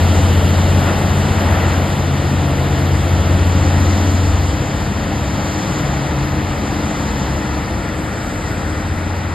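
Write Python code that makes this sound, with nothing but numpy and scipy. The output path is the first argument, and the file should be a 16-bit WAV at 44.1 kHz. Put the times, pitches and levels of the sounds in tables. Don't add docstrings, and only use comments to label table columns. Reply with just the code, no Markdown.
import sys
import numpy as np
from scipy import signal
from scipy.fft import rfft, irfft
from scipy.io import wavfile
from scipy.ndimage import uniform_filter1d

SR = 44100
rng = np.random.default_rng(int(sys.argv[2]) if len(sys.argv) > 2 else 0)


def master_out(mix):
    frames = np.transpose(np.atleast_2d(mix))
    ceiling = np.clip(frames, -1, 1)
    pcm = np.round(ceiling * 32767).astype(np.int16)
    wavfile.write(sys.argv[1], SR, pcm)


def invert_db(level):
    return 10 ** (np.asarray(level, dtype=float) / 20)


N = 411894


def in_time(rows):
    s, *columns = np.transpose(rows)
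    return [np.interp(np.arange(N) / SR, s, column) for column in columns]


def at_hz(table, hz, axis=1):
    table = np.array(table)
    return np.interp(np.log(hz + 1), np.log(table[:, 0]), table[:, axis])


def drift(rate):
    r = np.exp(-80 * np.pi * rate / SR)
    coarse = rng.standard_normal(N // 40 + 4002)
    slow = signal.lfilter([1], [1, -2 * r, r * r], coarse)[4000:]
    return np.interp(np.arange(N) / 40, np.arange(len(slow)), slow / slow.std())


def swells(rows, s):
    return sum(height * np.exp(-.5 * ((s - centre) / width) ** 2) for centre, width, height in rows)


def tone(hz, level_db, waver_db, smear):
    phase = 2 * np.pi * (np.cumsum(hz) / SR + rng.random()) + smear * drift(3.9)
    height = np.sqrt(2) * invert_db(level_db + waver_db * drift(5.8))
    return height * np.sin(phase)


# (level broadside [dB], level bow on [dB])
TONE_FLOORS = [(-34, -43), (-30, -33), (-36, -47), (-28, -38), (-38.5, -43), (-49.5, -51), (-39.5, -37.5)]
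# (time [s], width [s], level [dB])
TONE_BEAMS = [
    [(.1, 0.21, -28.5), (3.4, 0.12, -25), (5.95, 0.2, -33)],
    [(1.7, 0.22, -23), (3.35, 0.19, -20), (4.4, 0.11, -20), (5.3, 0.14, -29), (7.3, 0.19, -28)],
    [(.6, 0.46, -22.5), (1.2, 0.12, -24.5), (2.1, 0.13, -21), (2.7, 0.34, -19), (3.7, .12, -22),
     (4.6, 0.22, -25.5), (5.25, 0.095, -26.5), (6.1, 0.25, -22), (7.25, 0.1, -27)],
    [(1.28, 0.14, -24), (3.97, 0.12, -21), (5.0, 0.16, -27.5), (6.91, 0.33, -27.5), (.5, .15, -26.5)],
    [(2.37, 0.14, -30), (3.85, 0.34, -25.5), (6.9, 0.26, -31), (.1, 0.15, -33)],
    [(2.8, 0.58, -32), (3.9, .25, -41)],
    [(2.6, 0.17, -31), (3.75, 0.18, -30.5), (4.5, .15, -32), (6.2, 0.67, -31.5), (7.5, 0.49, -35.5),
     (8.8, 0.24, -32.5)],
]


def beamed(index):
    s = np.arange(0, N, 64) / SR
    floor_db = np.interp(s, [0, N / SR], TONE_FLOORS[index])
    beams = [(centre, width, invert_db(2 * db)) for centre, width, db in TONE_BEAMS[index]]
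    power = invert_db(2 * floor_db) + swells(beams, s)
    return np.interp(np.arange(N) / SR, s, 10 * np.log10(power))


# (time [s], level [dB])
EXHAUST = [(0, -12.5), (.7, -14), (1.15, -17.5), (1.45, -16), (2.25, -20.5), (2.9, -17.5), (3.35, -14),
           (4.2, -15.5), (4.45, -17.5), (4.65, -30), (5.0, -25), (5.5, -26.5), (5.9, -46), (6.3, -25),
           (7.0, -31.5), (8.3, -36), (8.75, -23.5), (9.34, -22.5)]
# (cycle order [1], level [dB])
CYLINDERS = [(5, -30), (7, -34), (9, -35), (11, -38), (13, -34)]
CYLINDERS_LOST_DB = 5


def diesel(firing_hz):
    first_db, = in_time(EXHAUST)
    second_db = beamed(0) - 1.5
    out = tone(firing_hz, first_db, waver_db=.5, smear=.08)
    out += tone(2 * firing_hz, second_db, waver_db=1.0, smear=.16)
    cycle_hz = firing_hz / 6
    shade_db = CYLINDERS_LOST_DB * np.linspace(.5, -.5, N)
    for order, db in CYLINDERS:
        swing_db = 2.64 * drift(1.17) + shade_db
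        out += tone(order * cycle_hz, db + swing_db, waver_db=1.0, smear=.75)
    return out


PROPELLER_RATIO, LIFT_RATIO = .7845, 3.424


def rotors(firing_hz):
    *harmonics, lift_db = map(beamed, range(1, len(TONE_BEAMS)))
    out = tone(LIFT_RATIO * firing_hz, lift_db + 1, waver_db=2.2, smear=.6)
    blade_hz = PROPELLER_RATIO * firing_hz
    for k, db in enumerate(harmonics, 1):
        out += tone(k * blade_hz, db - 1.5, waver_db=.8, smear=.08 * k)
    return out


# (frequency [Hz], density [dB per Hz])
AIR_COLOUR = [(22, -37), (32, -21), (45, -4), (75, -4), (345, -9), (375, -13.5), (520, -12), (850, -13.5),
              (1080, -18), (1380, -17), (1600, -20), (1900, -18.5), (2300, -24.5), (3600, -27.5),
              (5200, -32)]
AIR_DB = -19.5
# (frequency [Hz], loss over the turn [dB], share of surges [1],
# share of heaves [1], share of spray [1])
AIR_PARTS = [(40, 0.1, 0.1, 0.1, -0.12), (100, 3.5, .1, .1, -0.17), (650, 7, .6, 0.1, -0.051),
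             (990, 2.5, .8, 0.11, -0.92), (1400, 4, 1.14, 0.1, 0.53), (1950, 2.5, .9, .1, -0.053),
             (2560, 3.5, 0.85, 0.1, -0.16), (2890, 10.5, 0.23, 0.33, -0.4), (5200, 5.5, .2, 0.68, -.1),
             (7100, 8.5, .1, 1.15, -.3), (7900, 8.5, .1, 0.65, 1.3), (9100, 9.5, .1, .4, 0.3),
             (11500, 10.5, .1, .3, 0.19)]
# (time [s], width [s], level [dB])
SURGES = [
    (.88, 0.051, 4),
    (1.5, 0.15, 3.5),
    (1.72, 0.087, 2.5),
    (3.8, 0.17, 1.5),
    (5.8, 0.44, 1),
]
# (time [s], width [s], level [dB])
HEAVES = [
    (.45, .3, 1),
    (1.45, 0.21, 1),
    (4.15, 0.52, 6),
    (5.65, 0.31, 6.5),
    (7.1, 0.41, 5),
    (8.5, .3, 2.5),
]
# (time [s], width [s], level [dB])
SLACKS = [
    (2, 0.52, -1),
    (4.85, 0.83, -1.5),
]
SPRAY = [(8.4, .47, 4.5)]


def air():
    hz, s, cells = signal.stft(rng.standard_normal((2, N)), SR, nperseg=512)
    part_hz, lost_db, surge, heave, spray = np.transpose(AIR_PARTS)[:, :, None]
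    parts_db = lost_db * (.5 - s * SR / N)
    parts_db = parts_db + surge * swells(SURGES, s) + heave * swells(HEAVES, s)
    parts_db = parts_db + swells(SLACKS, s) + spray * swells(SPRAY, s)
    parts_db = parts_db - parts_db.mean(axis=1, keepdims=True)
    index = np.arange(len(parts_db))
    place = np.interp(np.log(hz + 1), np.log(part_hz[:, 0]), index)
    weights = np.clip(1 - abs(place[:, None] - index), 0, 1)
    patches = uniform_filter1d(rng.standard_normal(cells.shape[1:]), size=24, axis=0)
    patches = uniform_filter1d(patches, size=7, axis=1)
    flutter_db = 1.3 * np.clip(hz / 9000, .15, 1.2)[:, None]
    gust_db = flutter_db * patches / patches.std()
    strands = signal.istft(cells * invert_db(weights @ parts_db + gust_db), SR, nperseg=512)[1][:, :N]
    colour = invert_db(at_hz(AIR_COLOUR, np.fft.rfftfreq(N, 1 / SR)))
    strands = irfft(rfft(strands) * colour, N)
    return invert_db(AIR_DB) * strands / strands.std()


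# (time [s], firing rate [Hz])
ENGINE_SPEED = [(0, 88.6), (.33, 88.6), (.99, 90.3), (1.32, 90.7), (1.98, 88.5), (2.31, 88.1), (3.1, 88.1),
                (3.3, 88.4), (3.96, 90.4), (4.29, 90.2), (4.95, 88.7), (5.61, 88.8), (6.27, 88.2),
                (6.6, 88.5), (7.26, 90.2), (7.92, 90.1), (8.58, 89.4), (9.34, 89.2)]
# (frequency [Hz], likeness [0-1], left over right [dB],
# right leads by [rad])
PORTS = [(40, .998, 1.0, 0), (100, .995, 1.7, 0), (250, .96, 2, 0), (550, .9, 3, -.1), (900, .9, -.5, .1),
         (1150, .65, 4.5, -.75), (1350, .75, 3.5, -.3), (1550, .45, 3, -1.3), (1800, .7, 5.4, -1.2),
         (2400, .95, .5, -.1), (4900, .93, 0, 0), (8000, .78, 0, 0)]
# (frequency [Hz], phase [rad])
PORT_TURN = [(4900, 0), (5700, 3.1), (6500, 3.3), (7000, 6.2), (7800, 6.1), (8300, 5), (9600, 3.1),
             (10600, 2.3), (11750, .3), (12400, 0), (13200, -.7), (14600, -3.1)]
# (frequency [Hz], level [dB])
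HOUSING = [(5200, 0), (6400, 2.5), (7000, 1.5), (8150, -7), (8700, -5), (10000, -7), (11700, -11.5),
           (13200, -13.5), (15800, -19)]


def scene():
    firing_hz, = in_time(ENGINE_SPEED)
    direct, scattered = air()
    direct = rfft(direct + diesel(firing_hz) + rotors(firing_hz))
    scattered = rfft(scattered)
    hz = np.fft.rfftfreq(N, 1 / SR)
    alike = np.clip(at_hz(PORTS, hz), 0, 1)
    lean = invert_db(at_hz(PORTS, hz, axis=2) / 2)
    turn = np.exp(1j * (at_hz(PORTS, hz, axis=3) + at_hz(PORT_TURN, hz)))
    right = (alike * direct + np.sqrt(1 - alike ** 2) * scattered) * turn
    ports = np.array([direct * lean, right / lean])
    return irfft(invert_db(at_hz(HOUSING, hz)) * ports, N)


# (low edge [Hz], high edge [Hz])
SUM_GAPS = [(5420, 6650), (9200, 10450), (13780, 22050)]
# (low edge [Hz], high edge [Hz])
DIFFERENCE_GAPS = [(2330, 5100), (6730, 8250), (11620, 13100), (15700, 22050)]
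# (0 sum or 1 difference, low edge [Hz], high edge [Hz],
# share of frames [0-1])
KEPT_STRIPS = [(0, 9300, 10450, .012), (0, 13900, 15800, .007), (1, 2300, 2600, .3), (1, 2600, 2950, .03),
               (1, 4200, 5100, .008), (1, 7550, 8250, .025)]


def weak_bands(dry):
    sum_difference = np.array([dry[0] + dry[1], dry[0] - dry[1]]) / 2
    hz, s, cells = signal.stft(sum_difference, SR, nperseg=2048)
    hz = hz[:, None]
    empty = np.zeros(cells.shape, bool)
    for k, gaps in enumerate((SUM_GAPS, DIFFERENCE_GAPS)):
        for low, high in gaps:
            shift_hz = np.round(rng.normal(0, .8, (2, len(s)))) * [[low / 75], [55]]
            empty[k] |= (hz > low + shift_hz[0]) & (hz < high + shift_hz[1])
    for k, low, high, share in KEPT_STRIPS:
        empty[int(k)] &= ~((hz >= low) & (hz < high) & (rng.random(len(s)) < share))
    both, apart = signal.istft(cells * ~empty, SR, nperseg=2048)[1][:, :N]
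    return np.array([both + apart, both - apart])


def low_pass(x):
    return signal.sosfilt(signal.butter(12, 15850, fs=SR, output="sos"), x)


def record(dry):
    rounded = np.sign(dry) * (.6 + .33 * np.tanh((abs(dry) - .6) / .33))
    mix = weak_bands(np.where(abs(dry) < .6, dry, rounded))
    return low_pass(mix)


dry = scene()
out = record(dry)
master_out(out)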